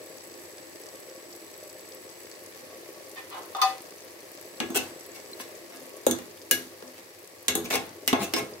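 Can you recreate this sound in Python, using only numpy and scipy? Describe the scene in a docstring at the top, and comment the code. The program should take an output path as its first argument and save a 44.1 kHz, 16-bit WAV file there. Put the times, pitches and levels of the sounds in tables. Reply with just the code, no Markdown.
"""Chicken and vegetables simmer in a steel pot on a gas stove, heard from just above the rim.
Steam bubbles plop and ring the air in the pot; fat crackles on the hot metal. Under them the
flame rumbles and a narrow jet whistles on and off. A spoon clinks and slides on its ceramic
rest, then stirs: it knocks and scrapes the pot, jolts the load and makes the sauce gulp."""
import sys
import numpy as np
from scipy import signal
from scipy.fft import rfft, irfft, next_fast_len
from scipy.io import wavfile
from scipy.ndimage import uniform_filter1d

SR = 44100
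rng = np.random.default_rng(int(sys.argv[2]) if len(sys.argv) > 2 else 0)


def digitize_waveform(pressure):
    """Quantize a signal to 16-bit integers and store it at the path in sys.argv[1].

    Rows of a 2-D input are taken as channels; values are limited to [-1, 1].
    """
    field = np.atleast_2d(pressure).T
    bounded = np.clip(field, -1, 1)
    quanta = np.round(bounded * 32767).astype(np.int16)
    wavfile.write(sys.argv[1], SR, quanta)


N = 379260
T = np.arange(N) / SR
RING_T = T[:int(.6 * SR)]


def undb(db):
    """Decibels to gain."""
    return 10 ** (np.asarray(db) / 20)


def unit(x):
    """Scale to rms 1."""
    return x / np.sqrt(np.mean(x ** 2) + 1e-20)


def fade(t, t60_s):
    """Exponential decay, 60 dB down at t60_s."""
    return np.exp(-np.log(1000) * t / t60_s)


def add(out, start_s, x):
    """Mix x into out from start_s on."""
    i = max(int(start_s * SR), 0)
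    out[..., i:i + x.shape[-1]] += x[..., :max(N - i, 0)]


def band(x, lo_hz, hi_hz, order=3):
    """Causal band-pass."""
    sos = signal.butter(order, [lo_hz, min(hi_hz, .45 * SR)], "band", fs=SR, output="sos")
    return signal.sosfilt(sos, x + 1e-18)


def highpass(x, hz):
    """Second-order high-pass."""
    return signal.sosfilt(signal.butter(2, hz, "high", fs=SR, output="sos"), x)


def colour(x, points):
    """Equalise by (Hz, dB) points."""
    hz, db = np.transpose(points)
    n = x.shape[-1]
    size = next_fast_len(n + SR // 20)
    bin_hz = np.maximum(np.fft.rfftfreq(size, 1 / SR), 1)
    gain = undb(np.interp(np.log(bin_hz), np.log(hz), db))
    return irfft(rfft(x, size) * gain, size)[..., :n]


def resonate(x, peaks):
    """Sum of band-pass resonances."""
    return sum(undb(db) * signal.lfilter(*signal.iirpeak(hz, hz / width_hz, fs=SR), x)
               for hz, width_hz, db in peaks)


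def ports(pair, apart_hz=750, bass_width=0.36):
    """Two unrelated signals to left and right: alike in the bass, unlike in the treble."""
    mid, side = pair
    side = bass_width * side + (1 - bass_width) * highpass(side, apart_hz)
    return np.array([mid + side, mid - side])


def plops(per_s, centre_hz, spread, cycles, size_db, glide=0.11):
    """Bubbles ring briefly and rise in pitch as they burst; few are large."""
    out = np.zeros((2, N))
    for when, size, a, b, angle in rng.random((int(per_s * N / SR), 5)):
        hz = centre_hz * np.exp(spread * (a + b - 1))
        t = T[:int(cycles / hz * SR)]
        plop = np.sin(2 * np.pi * hz * t * (1 + glide * t / t[-1])) * fade(t, t[-1])
        place = np.array([[np.cos(2 * np.pi * angle)], [np.sin(2 * np.pi * angle)]])
        add(out, when * N / SR, place * plop * undb(-size_db * np.log(size + 0.0019)))
    return unit(out)


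def flame():
    """The gas flame: steady low noise."""
    # Each row: frequency in Hz, gain in dB.
    spectrum = [(25, -16), (60, -22), (95, 9.5), (140, -4.5), (185, 4), (260, -20), (500, 12.5),
                (1000, -18.5)]
    noise = ports(rng.standard_normal((2, N)), apart_hz=596, bass_width=0.16)
    return unit(colour(noise, spectrum))


def whistle(pitch_hz=7838, waver_hz=7, fade_db_per_s=25, idle_db=-75):
    """A narrow jet sings one unsteady note; each spell swells, holds and dies to a trace."""
    # Each row: start in seconds, hold in seconds, level in dB.
    spells = [(0, 2.2, -58), (4.55, 0.76, -59), (7.05, 0.4, -70)]
    hz = pitch_hz + waver_hz * unit(uniform_filter1d(rng.standard_normal(N), size=600))
    phase = 2 * np.pi * np.cumsum(hz) / SR
    envelope = sum(undb(db - fade_db_per_s * np.abs(T - np.clip(T, start_s, start_s + hold_s)))
                   for start_s, hold_s, db in spells)
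    return np.sqrt(2) * np.sin([phase, phase + 1.4]) * np.maximum(envelope, undb(idle_db))


def response(modes, wash_db, low_t60_s, high_t60_s, note_hz, note_db, uneven_db=1.5, echo_db=-1):
    """One touch rings modes weighted by the spot hit, their kitchen echo and a wash of finer modes."""
    t = RING_T
    hz, db, t60_s = np.transpose(modes)[:, :, None]
    db = db + note_db * np.exp(-((hz - note_hz) / (0.11 * hz)) ** 2)
    db += uneven_db * rng.standard_normal(hz.shape)
    # A shifting load detunes the low modes.
    hz = hz * (1 + 0.012 * rng.standard_normal(hz.shape) / (1 + (hz / 480) ** 4))
    phase = rng.uniform(0, 2 * np.pi, (2, len(modes)))
    waves = undb(db) * fade(t, t60_s) * np.exp(2j * np.pi * hz * t)
    tones = unit((np.exp(1j * phase) @ waves).imag)
    noise, walls = rng.standard_normal((2, 2, len(t)))
    echo = signal.fftconvolve(tones, walls * fade(t, t60_s=0.23), axes=1)[:, :len(t)]
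    wash = band(noise, 53, 1630, order=1) * fade(t, low_t60_s)
    wash += band(noise, 1260, 10000, order=1) * fade(t, high_t60_s)
    return unit(tones + undb(echo_db) * unit(echo) + undb(wash_db) * unit(wash))


def register_levels(voice_db, level_db, hardness_db, wall_db=0):
    """Register dB: a harder contact trades bass for treble, the bare wall lifts the middle."""
    # dB per dB of hardness and of wall ring, for thud, body, ring, tick, fizz.
    hard_share = [-1.13, -1.23, -0.077, 0.62, 1]
    wall_share = [0.021, 0.3, 0.95, 0.88, 0]
    tilt_db = hardness_db * np.array(hard_share) + wall_db * np.array(wall_share)
    return np.array(voice_db) + level_db + tilt_db


def voiced(x, register_db, length_s, shake_db=-17):
    """Set each register's rms over the first length_s; the stove shakes with the thud and ring."""
    # Band edges in Hz of the five registers: thud, body, ring, tick, fizz.
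    edges_hz = [200, 440, 1400, 4000, 9000, 16000]
    # Each row: frequency in Hz, width in Hz, gain in dB.
    stove_modes = [(95, 10.6, 4.5), (129.4, 8.7, 3), (173, 16, -0.5)]
    parts = [band(x, lo, hi) for lo, hi in zip(edges_hz, edges_hz[1:])]
    touch = sum(undb(db) * part / np.sqrt(np.mean(part[:, :int(length_s * SR)] ** 2))
                for part, db in zip(parts, register_db))
    t = T[:x.shape[1]]
    rumble = band(ports(rng.standard_normal((2, SR)), bass_width=0.17), 34, 430)
    shake = unit(resonate(rumble, stove_modes))[:, :len(t)] * (fade(t, 0.77) - fade(t, 0.078))
    return touch + undb((register_db[0] + register_db[2]) / 2 + shake_db) * shake


def singing(hz, db, t60_s, spread=0.0253, twins_db=-13, damped_above_hz=1800, count=4):
    """One mode rings on, beating against weaker neighbours; high notes die sooner."""
    t = RING_T
    t60_s = t60_s * min(damped_above_hz / hz, 1) ** 0.3
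    near_hz = hz * (1 + spread * rng.standard_normal((count, 1)))
    twins = np.exp(2j * np.pi * rng.random((2, count))) @ np.exp(2j * np.pi * near_hz * t)
    clear = np.sin(2 * np.pi * hz * t - np.array([[0], [1.37]]))
    return undb(db) * (clear + undb(twins_db) * twins.imag) * (fade(t, t60_s) - fade(t, 0.0075))


def strikes(rows, modes, voice_db, wash_db, low_t60_s, high_t60_s, crack_db, crack_t60_s, sing_t60_s):
    """Each blow is a snap, a short crack and the object's ring; two notes sing on."""
    # The spoon's own colour. Each row: frequency in Hz, gain in dB.
    spoon_eq = [(1500, 0), (2450, -10.5), (3700, 5), (5300, -11.5), (6600, 9.5), (8400, -1), (9500, 1.5),
                (11200, -10), (12300, -2), (14500, -7)]
    firm_db, snap_db = -28, 2

    def blow(note_hz, note_db, second_hz, second_db, level_db, hardness_db, wall_db=0, hollow=0):
        ring = response(modes, wash_db, low_t60_s, high_t60_s, note_hz,
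                        note_db=2, uneven_db=2.5, echo_db=3.5)
        ring /= np.std(ring[:, :1000])
        light_db = 0.26 * (firm_db - level_db)  # lighter touch: more crack, less ring
        crack = undb(crack_db + light_db) * rng.standard_normal(ring.shape)
        crack *= fade(RING_T, crack_t60_s) + undb(snap_db) * fade(RING_T, 0.004)
        register_db = register_levels(voice_db, level_db, hardness_db, wall_db)
        body = voiced(ports(crack + ring), register_db, length_s=0.011)
        body = colour(body, [(hz, hollow * db) for hz, db in spoon_eq])
        return body + singing(note_hz, note_db, sing_t60_s) + singing(second_hz, second_db, sing_t60_s)

    out = np.zeros((2, N))
    for start_s, *contact in rows:
        add(out, start_s, blow(*contact))
    return out


def scrapes(rows, modes, voice_db, wash_db, direct_db, note_db, slips_per_s=1300, uneven_db=3.5):
    """The spoon sticks and slips, pressed hardest in mid-stroke; each slip rings the object."""
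    out = np.zeros((2, N))
    for start_s, length_s, note_hz, *contact in rows:
        ring = response(modes, wash_db, 0.65, 0.23, note_hz, note_db)
        ring += undb(direct_db) * rng.standard_normal(ring.shape) * fade(RING_T, 0.006)
        n = int(length_s * SR)
        direction, size = rng.standard_normal((2, len(RING_T)))[:, :n]
        slipping = rng.random(len(RING_T))[:n] < slips_per_s / SR
        slips = slipping * np.sign(direction) * undb(uneven_db * size)
        pressure = np.sqrt(np.sin(np.pi * np.arange(n) / n))
        rub = signal.fftconvolve(ring, (slips * pressure)[None], axes=1)
        add(out, start_s, voiced(ports(rub), register_levels(voice_db, *contact), length_s + 0.019))
    return out


def damped_notes(rows, lag_s=0.0004):
    """One damped sine a row, reaching the right port lag_s later."""
    out = np.zeros((2, N))
    t = np.maximum(RING_T - np.array([[0], [lag_s]]), 0)
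    for start_s, hz, db, t60_s in rows:
        add(out, start_s, undb(db) * np.sin(2 * np.pi * hz * t) * (fade(t, t60_s) - fade(t, 0.0088)))
    return out


def spoon_on_rest():
    """The spoon clinks and slides on a ceramic dish too small to radiate bass."""
    # Each row: frequency in Hz, level in dB, t60 in seconds.
    modes = [(772, 8.5, 0.2), (1027, 7.5, 0.077), (1106, 3, 0.058), (1222, 5, 0.13), (1800, -3.5, 0.18),
             (1985, -1, 0.27), (2570, -5, 0.19), (2920, -2.5, 0.12), (3410, -2, 0.067), (3591, 7.5, 0.037),
             (4120, -8, 0.07), (4339, 6, 0.04), (4820, 5.5, 0.073), (5160, -2, 0.058), (6100, 1, 0.047),
             (6190, 5, 0.056), (8629, -15, 0.12), (10300, -15, 0.11), (12000, -2, .09), (14400, -10, .07)]
    # Each row: start in seconds, note in Hz, its dB, second note in Hz, its dB, level in dB,
    # hardness in dB.
    clinks = [(3.177, 1800, -38, 2430, -45, -63, 3), (3.549, 774, -32, 1230, -35, -41.5, -5),
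              (3.616, 777, -18, 1224, -21, -25, 0.5), (3.623, 1045, -25, 3490, -32, -37, 5),
              (3.699, 3591, -50, 4340, -55, -51, 1)]
    # Each row: start in seconds, length in seconds, boosted note in Hz, level in dB, hardness in dB.
    slides = [(3.155, 0.038, 1800, -47, 8.5), (3.305, 0.037, 2620, -49, 3), (3.335, 0.053, 760, -53, -4.5),
              (3.545, 0.082, 1070, -49.5, -5)]
    # Offsets for thud, body, ring, tick, fizz.
    clink_voice_db = [-34, 4, 1.5, 0.5, -9]
    slide_voice_db = [-12.5, 9, 3, -15, -27]
    out = strikes(clinks, modes, clink_voice_db, wash_db=-11.5, low_t60_s=0.6, high_t60_s=0.44,
                  crack_db=-2, crack_t60_s=0.014, sing_t60_s=0.23)
    out += scrapes(slides, modes, slide_voice_db, wash_db=0, direct_db=25, note_db=12)
    return band(out, 690, 16000)


def spoon_on_pot():
    """The spoon knocks and scrapes the steel pot and jolts the load, which damps the low modes."""
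    # Each row: frequency in Hz, level in dB, t60 in seconds.
    modes = [(252.4, -1.5, 0.35), (337.4, -2, 0.36), (417.2, 1, 0.22), (514, -1.5, 0.22), (673.5, 2, 0.18),
             (737, 0.5, 0.15), (789, 2.5, 0.1), (838, 3, 0.095), (1062, 2.5, 0.095), (1670, 0.5, 0.18),
             (2036, 1, 0.07), (2180, 7, 0.075), (2420, 6.5, 0.045), (2676, 11.5, 0.041), (2890, 7, 0.048),
             (3390, 3.5, 0.075), (3520, 2, 0.07), (3850, 1, 0.076), (4220, -1, 0.063), (5240, 0, 0.06),
             (5480, 6.5, 0.06), (5986, 2, 0.06), (6140, 10.5, 0.035), (6580, 4, 0.028), (6850, 3, 0.039),
             (7300, 0, 0.047), (8400, -8, 0.055), (8640, -3, 0.06), (9400, -5, 0.06), (10340, -2, 0.055),
             (11500, 7, 0.055), (11940, 3, 0.055), (12764, 1, 0.06)]
    # Each row: start in seconds, note in Hz, its dB, second note in Hz, its dB, level in dB, hardness
    # in dB, wall ring in dB (high on bare wall, low in the stew), share of the spoon's colour.
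    knocks = [(4.602, 253, -32, 1675, -35, -38, -3, 9.5, 0),
              (4.703, 254.6, -32, 6540, -45, -41.5, -2, -10, 0.6),
              (4.759, 2654, -30, 784, -30.5, -38, 13, -5, 0.48),
              (4.772, 2740, -35, 254.6, -33, -35, 10, -1, 0.65),
              (5.400, 1060, -48, 1663, -47, -55.5, -9, 12, 0),
              (6.066, 337, -29, 6470, -31, -21.5, 2, -7.5, 1),
              (6.111, 3510, -34.5, 6160, -31, -31, 8, -2, 0.86),
              (6.187, 1910, -50, 2830, -54, -47, 1, 0, 0),
              (6.511, 1667, -22, 2890, -22.5, -24, 10, -1, 0.16),
              (6.824, 505, -50, 1670, -56, -55.5, -7, 2, 0),
              (7.482, 3790, -32, 2825, -31, -28.5, 5.5, 6, 0.4),
              (7.553, 190, -35, 10600, -33, -23.5, 4.5, -9.5, 1),
              (7.708, 677, -30.5, 2220, -31, -38, -3.5, 6.5, 0),
              (7.755, 790, -27, 2692, -40, -35, 3, 3.5, 0), (8.077, 2900, -30, 1990, -31, -28, 5.5, 3.5, 0),
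              (8.129, 841, -36, 2140, -33, -30, -7.5, 4, 0),
              (8.337, 337.3, -22.5, 5220, -26.5, -33.5, 1, 6.5, 0),
              (8.363, 1075, -31, 5200, -32, -40, -3, 6.5, 0)]
    # Each row: start in seconds, length in seconds, boosted note in Hz, level in dB, hardness in dB.
    drags = [(4.744, 0.036, 2650, -33, 2), (5.14, 0.035, 2185, -53, 1), (5.388, 0.034, 510, -50, 6.5),
             (5.715, 0.053, 258, -56.5, -3), (6.96, 0.04, 516, -57, 0.5), (7.642, 0.023, 2500, -45, 0.5),
             (7.698, 0.037, 676, -38, 0.5), (7.72, 0.049, 2240, -34, -1), (7.765, 0.016, 5170, -48, 5),
             (8.192, 0.045, 940, -41.5, -4.5), (8.212, 0.041, 2700, -42, 5), (8.355, 0.05, 2180, -38, -1.5)]
    # Each row: start in seconds, pitch in Hz, level in dB, t60 in seconds.
    jolts = [(4.704, 330, -26, 0.031), (4.757, 413, -18, 0.06), (6.067, 533, -0.5, 0.027),
             (6.513, 507, -26.5, 0.13), (6.52, 256.5, -34, 0.49), (6.825, 483, -20.5, 0.015),
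             (8.129, 264, -8, 0.07)]
    # Offsets for thud, body, ring, tick, fizz.
    knock_voice_db = [-1.3, -1.3, 1, -0.69, -1.3]
    drag_voice_db = [-1, .5, 3, 0.9, -3]
    out = strikes(knocks, modes, knock_voice_db, wash_db=2, low_t60_s=0.51, high_t60_s=0.13,
                  crack_db=8.5, crack_t60_s=0.037, sing_t60_s=0.24)
    out += scrapes(drags, modes, drag_voice_db, wash_db=-3.5, direct_db=29.5, note_db=13.5)
    return out + damped_notes(jolts)


def sloshing():
    """Steam pockets gulp out of the thick sauce as the spoon shoves it."""
    # Each row: start in seconds, length in seconds, level in dB.
    shoves = [(4.78, 0.11, -52), (7.56, 0.157, -39), (8.179, 0.093, -33.5), (8.365, 0.11, -40.5)]
    gulps = plops(per_s=260, centre_hz=322, spread=0.6, cycles=17, size_db=1.5)
    envelope = sum(undb(db) * np.sin(np.pi * np.clip((T - start_s) / length_s, 0, 1))
                   for start_s, length_s, db in shoves)
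    return envelope * unit(ports(gulps))


def fat_spit():
    """A drop of fat spits once."""
    # Each row: start in seconds, pitch in Hz, level in dB, t60 in seconds.
    spits = [(5.332, 4120, -20, 0.016)]
    return damped_notes(spits)


def pops(per_s, spread_db):
    """Tiny bursts all over the pot, mostly weak, each with its own left-right lag."""
    when, strength, polarity, side = rng.random((int(per_s * N / SR), 4)).T
    size = undb(-spread_db * np.log(strength + 0.0038)) * np.sign(polarity - .5)
    at = (when * N).astype(int)
    lag = ((side - .5) * .0008 * SR).astype(int)
    return np.array([np.bincount((at + k * lag) % N, size, N) for k in (0, 1)])


def sizzle(hiss_db=-3, splash_t60_s=0.021, splash_db=-19, fine_db=-1.5, tick_ratio=1.36, spots=10):
    """Fat droplets crackle on hot metal, smeared by the wall; the smallest tick at each spot's pitch."""
    # Each row: frequency in Hz, gain in dB.
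    spectrum = [(400, -26), (720, -4.5), (1100, -5.5), (1500, -10), (1750, -3.5), (2350, -6), (3150, -11.5),
                (4600, -9), (6500, -12), (9800, -13), (12300, -11), (16000, -14.5)]
    t = T[:2000]
    coarse, fine = np.zeros((2, 2, N))
    for hz in np.geomspace(4800, 14500, spots):
        wall = undb(splash_db) * rng.standard_normal((2, len(t))) * fade(t, splash_t60_s)
        wall[:, 0] = 1  # direct sound
        tick = band(wall, hz / tick_ratio, hz * tick_ratio, order=2)
        coarse += signal.oaconvolve(pops(per_s=2000 / spots, spread_db=2.5), wall, axes=1)[:, :N]
        fine += signal.oaconvolve(pops(per_s=1800 / spots, spread_db=5), tick, axes=1)[:, :N]
    crackle = band(unit(coarse), 340, 7000, order=1) + undb(fine_db) * unit(fine)
    hiss = undb(hiss_db) * rng.standard_normal((2, N))
    return unit(colour(unit(crackle) + hiss, spectrum))


def bubbling(direct_db=-12, beads_db=-15):
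    """Large steam bubbles ring the air in the pot; small beads burst brightly on the surface."""
    # Each row: frequency in Hz, width in Hz, gain in dB.
    air_modes = [(350, 17.5, 5), (409.5, 41, 3), (470, 40, -1), (523.8, 14.8, 9.5), (605, 30, 6),
                 (1123.5, 21, 14)]
    large = plops(per_s=520, centre_hz=444, spread=0.7, cycles=5.86, size_db=2.5)
    beads = plops(per_s=350, centre_hz=5440, spread=0.87, cycles=32, size_db=4.5)
    air = ports(resonate(large, air_modes) + undb(direct_db) * large, apart_hz=1040, bass_width=0.46)
    return unit(air) + undb(beads_db) * beads


def boil_levels(surge_per_s=7, surge_db=0.5):
    """The boil holds, sinks as the stew is turned, then wells up; small random surges ride on it."""
    # Each row: time in seconds, bubbling in dB, sizzle in dB.
    boil = [(0, -49, -48.5), (5.5, -48, -48), (7.3, -53.5, -51), (8.6, -45, -50)]
    time_s, bubble_db, sizzle_db = np.transpose(boil)
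    knots_s = np.arange(0, N / SR + 1, 1 / surge_per_s)
    swell_db = surge_db * np.interp(T, knots_s, rng.standard_normal(N)[:len(knots_s)])
    return np.interp(T, time_s, bubble_db) + swell_db, np.interp(T, time_s, sizzle_db) + swell_db / 2


def scene():
    """The simmering pot, the flame beneath it and the spoon."""
    bubble_db, sizzle_db = boil_levels()
    burner = undb(-57) * flame()
    stew = undb(bubble_db) * bubbling() + undb(sizzle_db) * sizzle() + fat_spit() + whistle()
    spoon = spoon_on_rest() + spoon_on_pot() + sloshing()
    return burner + stew + spoon


def record(dry, bottom_hz=75, top_hz=15750):
    """The phone colours each microphone port, drops deep bass, rounds peaks and cuts the top."""
    # Each row: frequency in Hz, left minus right in dB.
    balance = [(100, 2), (280, -2.5), (560, 3.5), (1100, 2.5), (2200, 0.5), (4400, 0.5), (8500, 1),
               (15000, 4)]
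    left = colour(dry[0], [(hz, db / 2) for hz, db in balance])
    right = colour(dry[1], [(hz, -db / 2) for hz, db in balance])
    rounded = np.tanh(highpass([left, right], bottom_hz))
    return signal.sosfilt(signal.ellip(10, .2, 80, top_hz, fs=SR, output="sos"), rounded)


dry = scene()
out = record(dry)
digitize_waveform(out)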